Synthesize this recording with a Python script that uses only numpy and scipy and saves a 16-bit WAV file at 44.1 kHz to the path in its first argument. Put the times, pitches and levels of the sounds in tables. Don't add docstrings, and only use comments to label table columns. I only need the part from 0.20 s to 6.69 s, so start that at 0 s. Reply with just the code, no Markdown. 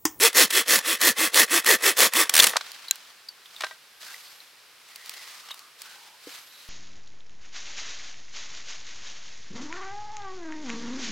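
import sys
import numpy as np
from scipy import signal
from scipy.fft import rfft, irfft
from scipy.io import wavfile

SR = 44100
rng = np.random.default_rng(int(sys.argv[2]) if len(sys.argv) > 2 else 0)


def transcribe(u):
    v = np.clip(np.atleast_2d(u).T, -1, 1)
    q = np.round(v * 32767).astype(np.int16)
    wavfile.write(sys.argv[1], SR, q)


N = 286197
TIME = np.arange(N) / SR
HZ = np.maximum(np.arange(2049) * SR / 4096, 1)


def sawing(jitter=.055, tooth_depth=.5, chatter_db=1.6, hum_low_hz=210, slide_db=-33, slide_hz=4500):
    strokes = stroke_spans()
    grips, releases = np.transpose(strokes)[:2]
    turns = np.concatenate([[grips[0] - .02], (releases[:-1] + grips[1:]) / 2, [releases[-1] + .04]])
    fibres = grains(spread_db=1.62) * rms_one(from_db(chatter_db * drift(125)))
    wobble = 1 + jitter * drift(65)
    shake, rubbing = from_db(1.95 * drift(40)), from_db(3 * drift(50))
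    out = np.zeros(N)
    for k, (grip, release, db, top_hz, hum_db) in enumerate(strokes):
        now = (TIME >= turns[k]) & (TIME < turns[k + 1] + .03)
        t, pulling = TIME[now], k % 2
        speed = half_sine(t, turns[k], turns[k + 1]) ** 1.05
        depth = half_sine(t, grip, release)
        if pulling:
            middle = (grip + release) / 2
            hum_db = hum_db + np.interp(t, [grip, middle], [-9, 0])
            speed = speed * np.interp(t, [middle, release], [1, .7])
        bite = from_db(db) * depth ** (.95 if pulling else 1.05)
        tooth_hz = top_hz * speed * wobble[now]
        phase = 2 * np.pi * np.cumsum(tooth_hz) / SR
        tearing = bite * fibres[now] * rms_one(1 + tooth_depth * np.cos(phase))
        travel = np.interp(t, [grip, release], [0, 1])
        early_db = kerf_tone(pulling, grip, pushed_in=pulling)
        late_db = kerf_tone(pulling, release, pushed_in=1 - pulling)
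        rasp = colour(tearing * (1 - travel), early_db) + colour(tearing * travel, late_db)
        hum = bite * depth ** (.2 if pulling else .8) * shake[now] * from_db(hum_db)
        hum *= np.sin(phase) + from_db(-10) * np.sin(2 * phase)
        hum *= tooth_hz ** 2 / np.hypot(tooth_hz ** 2, hum_low_hz ** 2)
        rub = np.sqrt(speed) * rubbing[now] * grains(spread_db=2.5, size=len(t))
        slide = from_db(slide_db) * colour(rub, early_db - 10 * np.log10(1 + (HZ / slide_hz) ** 2))
        add(out, t[0], rasp + hum + slide)
    return out + afterring(out)


def stroke_spans(push_s=.117, pull_s=.126, usual_tooth_hz=380):
    # middle in s, level in dB, top tooth rate in Hz, hum in dB.
    strokes = [(.044, -14.5, 473, -7.5), (.203, -13, 381, -12.5), (.371, -17, 390, -14),
               (.536, -15.5, 345, -19), (.706, -20, 345, -16), (.863, -15, 350, -15), (1.03, -18, 340, -13),
               (1.193, -13.3, 407, -17), (1.353, -16, 365, -12), (1.511, -14.8, 437, -11.5),
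               (1.673, -17, 426, -7), (1.825, -14.3, 388, -21), (1.991, -17.5, 360, -13)]
    jammed_pull = (2.13, 2.325, -23.5, 300, -22)
    spans = []
    for k, (middle, db, top_hz, hum_db) in enumerate(strokes):
        length_s = (pull_s if k % 2 else push_s) * (usual_tooth_hz / top_hz) ** .45
        spans.append((middle - length_s / 2, middle + length_s / 2, db, top_hz, hum_db))
    return spans + [jammed_pull]


def kerf_tone(pulling, s, pushed_in, detune=.012, hollow_db_per_s=1.8):
    # frequency in Hz, density in dB.
    pull_rasp = [(40, -46), (100, -47), (200, -14), (320, -6), (480, 1.5), (780, -5), (1400, -2.5),
                 (3000, -0.5), (9000, -2), (16000, -7.5)]
    push_rasp = [(40, -32), (120, -32), (200, -34), (320, -5.5), (480, 2), (780, -7), (1400, -0.5),
                 (3000, 0), (4700, -3.5), (8000, -1), (16000, -8)]
    # centre in Hz, width in Hz, lift on pull and on push in dB.
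    saw_modes = [(450, 117, 4, 3.5), (1100, 240, 6.5, 5.5), (1820, 320, 13, 8.5), (2165, 160, 5, 5.5),
                 (2593, 110, 4, 6), (3420, 260, 4, 8.5), (4200, 400, 6.5, 5.5), (5310, 220, 4.5, 4),
                 (5900, 220, 2.5, 1), (6890, 270, 4.5, -2), (12970, 300, 10, 9), (15000, 500, 5, 4.5)]
    tone = at_hz(pull_rasp) if pulling else at_hz(push_rasp) - 3.5 * bump(430, 400)
    for hz, width_hz, pull_db, push_db in saw_modes:
        lift_db = (pull_db if pulling else push_db) * rng.uniform(.5, 1.4)
        tone += lift_db * bump(hz * (1 + detune * rng.normal()), width_hz)
    blade_db = 8 * bump(11000 if pushed_in else 10150, 600)
    hollow_db = hollow_db_per_s * (s - .9) * bump(950, 800)
    return tone + blade_db + hollow_db


def afterring(x, level_db=-8, t60_s=.07):
    t = TIME[:SR // 10]
    modes = rng.standard_normal(len(t)) * from_db(-60 * t / t60_s)
    band = HZ / np.hypot(HZ, 450) / np.hypot(1, HZ / 7000)
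    return from_db(level_db) * shape(convolve_unit(x, modes), band)


def breaking(snag_s=.006, snag_growth_db=1.2):
    # start in s, level in dB, length in s.
    fibre_snaps = [(.129, -33, .004), (.183, -9, .001), (.303, -23, .009), (.813, -18, .004),
                   (.889, -10, .0008), (1.144, -12, .0012), (1.445, -25, .0025), (1.462, -16, .0035),
                   (1.803, -11.5, .0034), (1.935, -18.5, .003), (2.094, -15, .004), (2.241, -10, .0015),
                   (2.267, -14.5, .0065), (2.295, -19.5, .001)]
    fractures = [(2.198, -5, .003), (2.202, -9, 0.0032)]
    # frequency in Hz, density in dB.
    snap_colour = [(59, -49), (100, -25), (836, -4), (1720, 2.5), (3250, 3.5), (6420, -0.5), (9020, 1),
                   (15000, -6), (16000, -4)]
    crack_colour = [(60, -50), (300, -22), (1130, -10), (2400, -8), (3400, 2), (5770, -11), (7300, -9),
                    (16000, -20)]
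    # start and end in s, first level in dB, period in s.
    judders = [(2.138, 2.194, -15, .0126), (2.221, 2.245, -15, .0092)]
    snags = [(s, db + snag_growth_db * k, snag_s) for start, end, db, period in judders
             for k, s in enumerate(np.arange(start, end, period))]
    snaps, crack = np.zeros(N), np.zeros(N)
    for s, db, length_s in fibre_snaps + snags:
        add(snaps, s, from_db(db) * burst(length_s, tail_t60_s=.052, tail_db=-16))
    for s, db, length_s in fractures:
        add(crack, s, from_db(db) * burst(length_s, tail_t60_s=.069, tail_db=-19))
    return colour(snaps, at_hz(snap_colour)) + colour(crack, at_hz(crack_colour))


def knocks(contact_s=.0046, low_cut_hz=450):
    # start in s, level in dB, scuff cutoff in Hz, relative ring in dB.
    contacts = [(2.334, -30, 1500, -16), (2.357, -23, 1400, -15), (2.366, -17, 7800, -24),
                (2.409, -32, 5000, -22), (3.4065, -29, 7050, -10), (3.419, -32, 6000, -9),
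                (3.435, -24.5, 1500, -4.5), (3.442, -29.5, 5000, 0), (3.465, -37, 4000, -12),
                (3.508, -43, 2500, 7), (3.829, -41, 6000, -15), (5.286, -43, 6000, -16),
                (5.306, -37, 4550, -13)]
    # frequency in Hz, density in dB.
    scuff_colour = [(50, -50), (300, -17), (650, 0), (1200, 5), (2800, 1), (4000, 4.5), (16000, -8.5)]
    # frequency in Hz, level in dB, T60 in s.
    branch_modes = [(640, -9, 0.09), (1230, -7, 0.05), (1572, -3, .11), (1922, -2, .076), (2330, -12, .05),
                    (3800, -11.5, 0.09), (4030, -24, .04), (5500, -16, .06)]
    out = np.zeros(N)
    for s, db, cutoff_hz, ring_db in contacts:
        softness_db = -10 * np.log10(1 + (HZ / cutoff_hz) ** 4)
        scuff = burst(contact_s, tail_t60_s=.078, tail_db=-10.5)
        add(out, s, from_db(db) * colour(scuff, at_hz(scuff_colour) + softness_db))
        ringing = shape(ring(branch_modes, spread_db=1), HZ / np.hypot(HZ, low_cut_hz))
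        add(out, s + contact_s / 2, from_db(db + ring_db) * ringing)
    return out


def handling(ping_ring_db=-6, ping_t60_s=.1, click_at_s=2.7104, click_db=-7, boot_at_s=6.0695):
    # start in s, level in dB.
    twig_ticks = [(2.517, -35), (2.7562, -35), (4.759, -35), (4.859, -38), (4.894, -28), (4.938, -37),
                  (5.3425, -37), (5.392, -41), (5.6182, -33)]
    # start in s, level in dB, pitch in Hz.
    pings = [(2.682, -33, 4060), (3.0862, -33, 4550), (3.257, -44, 3400), (3.3634, -37, 3600),
             (3.941, -37, 1970), (4.2015, -45, 4070), (5.312, -33, 3750)]
    # frequency in Hz, level in dB, T60 in s.
    click_modes = [(1560, -27.5, 0.059), (2680, -8.5, 0.0072), (3360, -16.5, .02), (4030, -6.5, 0.023),
                   (6160, -8.5, .014), (6874, -2, 0.011), (7470, 1, .008), (9700, -8, .007),
                   (13200, -2.5, .005)]
    boot_modes = [(288, 0.012, 0.059), (494, 0, 0.049)]
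    out = np.zeros(N)
    for s, db in twig_ticks:
        add(out, s, from_db(db) * tick(hz=4500, width_ratio=.3, lift_db=9, length_s=.002))
    for s, db, hz in pings:
        add(out, s, from_db(db) * tick(hz, width_ratio=.16, lift_db=28, length_s=.0042))
        add(out, s, from_db(db) * ring([(hz, ping_ring_db, ping_t60_s)]))
    add(out, click_at_s, from_db(click_db) * ring(click_modes))
    add(out, boot_at_s, from_db(-34) * shape(ring(boot_modes), bump(410, 370)))
    return out


def tick(hz, width_ratio, lift_db, length_s):
    resonance_db = 10 * np.log10(bump(hz, width_ratio * hz) ** 2 + from_db(-lift_db) ** 2)
    bass_cut_db = 10 * np.log10(1 + (900 / HZ) ** 4)
    return colour(burst(length_s, tail_t60_s=.06, tail_db=-15), resonance_db - bass_cut_db)


def scrapes(width_at_1khz_hz=210):
    # middle in s, length in s, level in dB, pitch in Hz.
    slides = [(3.895, .08, -46, 1560), (4.0, .7, -61, 11750), (6.25, .5, -61, 11750),
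              (4.07, .09, -52, 4500), (4.95, .65, -53, 1990), (5.0, .2, -54, 5100), (5.31, .05, -43, 3000),
              (5.3, .55, -57, 1190), (5.7, .25, -55, 1520), (5.85, .35, -59, 900), (6.37, .2, -54, 3920)]
    out = np.zeros(N)
    for middle, length_s, db, hz in slides:
        swell = half_sine(TIME[:int(length_s * SR)], 0, length_s)
        resonance = rms_one(bump(hz, width_at_1khz_hz * np.sqrt(hz / 1000)))
        add(out, middle - length_s / 2, from_db(db) * swell * shape(grains(3, len(swell)), resonance))
    return out


def rustle(flutter_db=1.64, crisp_hz=9000):
    # start, peak and end in s, level in dB, treble lift in dB.
    movements = [(2.25, 2.42, 3.1, -43.5, -4), (3.2, 3.47, 3.58, -45.5, 1.5),
                 (3.795, 3.82, 4.35, -43.5, 3.5), (4.55, 5.02, 5.55, -44, 2), (5.57, 5.63, 6.05, -47, 1),
                 (5.98, 6.13, 6.3, -42.5, 2), (6.22, 6.38, 6.7, -51, 4)]
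    # frequency in Hz, density in dB.
    rub_colour = [(60, -29), (250, -21), (550, -12.5), (1100, -3.5), (2000, -3), (4500, -2), (7000, -8.5),
                  (16000, -17)]
    out = np.zeros((2, N))
    flutter = from_db(flutter_db * drift(45.7))
    for start, peak, end, db, crisp_db in movements:
        now = (TIME >= start) & (TIME < end)
        swell = np.interp(TIME[now], [start, peak, end], [0, 1, 0])
        tone = at_hz(rub_colour) + crisp_db * np.minimum(HZ / crisp_hz, 1)
        out[:, now] += from_db(db) * swell * flutter[now] * spread_noise(tone, len(swell), grain_db=3)
    return out


def surroundings(x, woods_db=-29.5, woods_t60_s=1.5, near_t60_s=.015, sway_hz=6):
    # frequency in Hz, side over mid in dB.
    stereo_width = [(300, -40), (700, -28), (2800, -19), (5000, -15.5)]
    # frequency in Hz, echo gain in dB.
    woods_colour = [(100, -20), (400, -10), (1500, -5.5), (4000, -4), (16000, -11.5)]
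    near, far = TIME[:SR // 40], TIME[:2 * SR]
    scatter = rng.standard_normal((2, len(near))) * from_db(-60 * near / near_t60_s)
    one, other = [convolve_unit(x, response) for response in scatter]
    sway = 2 * drift(sway_hz)
    side = shape(np.cos(sway) * one + np.sin(sway) * other, from_db(at_hz(stereo_width)))
    envelope = from_db(-60 * far / woods_t60_s) * np.minimum(far / .023, 1)
    trees = rng.standard_normal((2, len(far))) * envelope
    dulled = shape(x, from_db(woods_db + at_hz(woods_colour)))
    echo = np.array([convolve_unit(dulled, response) for response in trees])
    return np.array([x + side, x - side]) + echo


def forest_air(level_db=-53.3):
    # frequency in Hz, density in dB.
    air_colour = [(15, -51), (25, -27), (123, -14.5), (290, -13), (450, -6.5), (650, -7), (1440, -1.5),
                  (4870, -3), (6560, -9.5), (12500, -12), (16000, -19)]
    return from_db(level_db) * spread_noise(at_hz(air_colour), N, grain_db=0)


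def spread_noise(db, size, grain_db):
    # frequency in Hz, left-right correlation.
    likeness = [(60, 0.99), (380, 0.83), (2380, 0.78), (15000, 0.47)]
    alike, gain = np.clip(at_hz(likeness), 0, .99), rms_one(from_db(db))
    mid = shape(grains(grain_db, size), gain * np.sqrt((1 + alike) / 2))
    side = shape(grains(grain_db, size), gain * np.sqrt((1 - alike) / 2))
    return np.array([mid + side, mid - side])


def burst(length_s, tail_t60_s, tail_db):
    t = TIME[:SR // 8]
    progress = t / max(length_s, 1e-4)
    envelope = np.minimum(3 * progress, 1) * np.exp(-3 * np.maximum(progress - 1, 0))
    return rng.standard_normal(len(t)) * (envelope + from_db(tail_db - 60 * t / tail_t60_s))


def ring(modes, spread_db=0):
    t = TIME[:SR // 4]
    return sum(from_db(db + spread_db * rng.normal() - 60 * t / t60_s)
               * np.sin(2 * np.pi * hz * t) * (-1) ** k for k, (hz, db, t60_s) in enumerate(modes))


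def grains(spread_db, size=N):
    return rms_one(rng.standard_normal(size) * from_db(spread_db * np.minimum(rng.exponential(1, size), 5)))


def drift(rate_hz):
    pole = np.exp(-2 * np.pi * rate_hz / SR)
    return rms_one(signal.lfilter([1], [1, -2 * pole, pole * pole], rng.standard_normal(N + SR))[SR:])


def shape(x, gain):
    cepstrum = irfft(np.log(gain + 1e-6))
    half = len(gain) - 1
    cepstrum[1:half] *= 2
    cepstrum[half + 1:] = 0
    return signal.oaconvolve(x, irfft(np.exp(rfft(cepstrum)))[:half])[:len(x)]


def colour(x, db):
    return shape(x, rms_one(from_db(db)))


def convolve_unit(x, response):
    return signal.oaconvolve(x, response / np.linalg.norm(response))[:N]


def at_hz(points):
    hz, value = np.transpose(points)
    return np.interp(np.log(HZ), np.log(hz), value)


def bump(hz, width_hz):
    return 1 / (1 + (2 * (HZ - hz) / width_hz) ** 2)


def half_sine(t, start, end):
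    return np.maximum(np.sin(np.pi * np.clip((t - start) / (end - start), 0, 1)), 0)


def from_db(db):
    return 10 ** (np.asarray(db) / 20)


def rms_one(x):
    return x / np.sqrt(np.mean(x ** 2) + 1e-20)


def add(out, s, sound):
    at = int(s * SR)
    out[at:at + len(sound)] += sound[:N - at]


def scene():
    work = sawing() + breaking() + knocks() + handling() + scrapes()
    return (surroundings(work) + forest_air() + rustle()) * from_db([[-.2], [.2]])


def record(dry):
    low_cut = signal.butter(2, 60, "high", fs=SR, output="sos")
    top_cut = signal.ellip(10, .1, 70, 16000, fs=SR, output="sos")
    return signal.sosfilt(np.vstack([low_cut, top_cut]), np.clip(dry, -1, 1))


dry = scene()
out = record(dry)
transcribe(out)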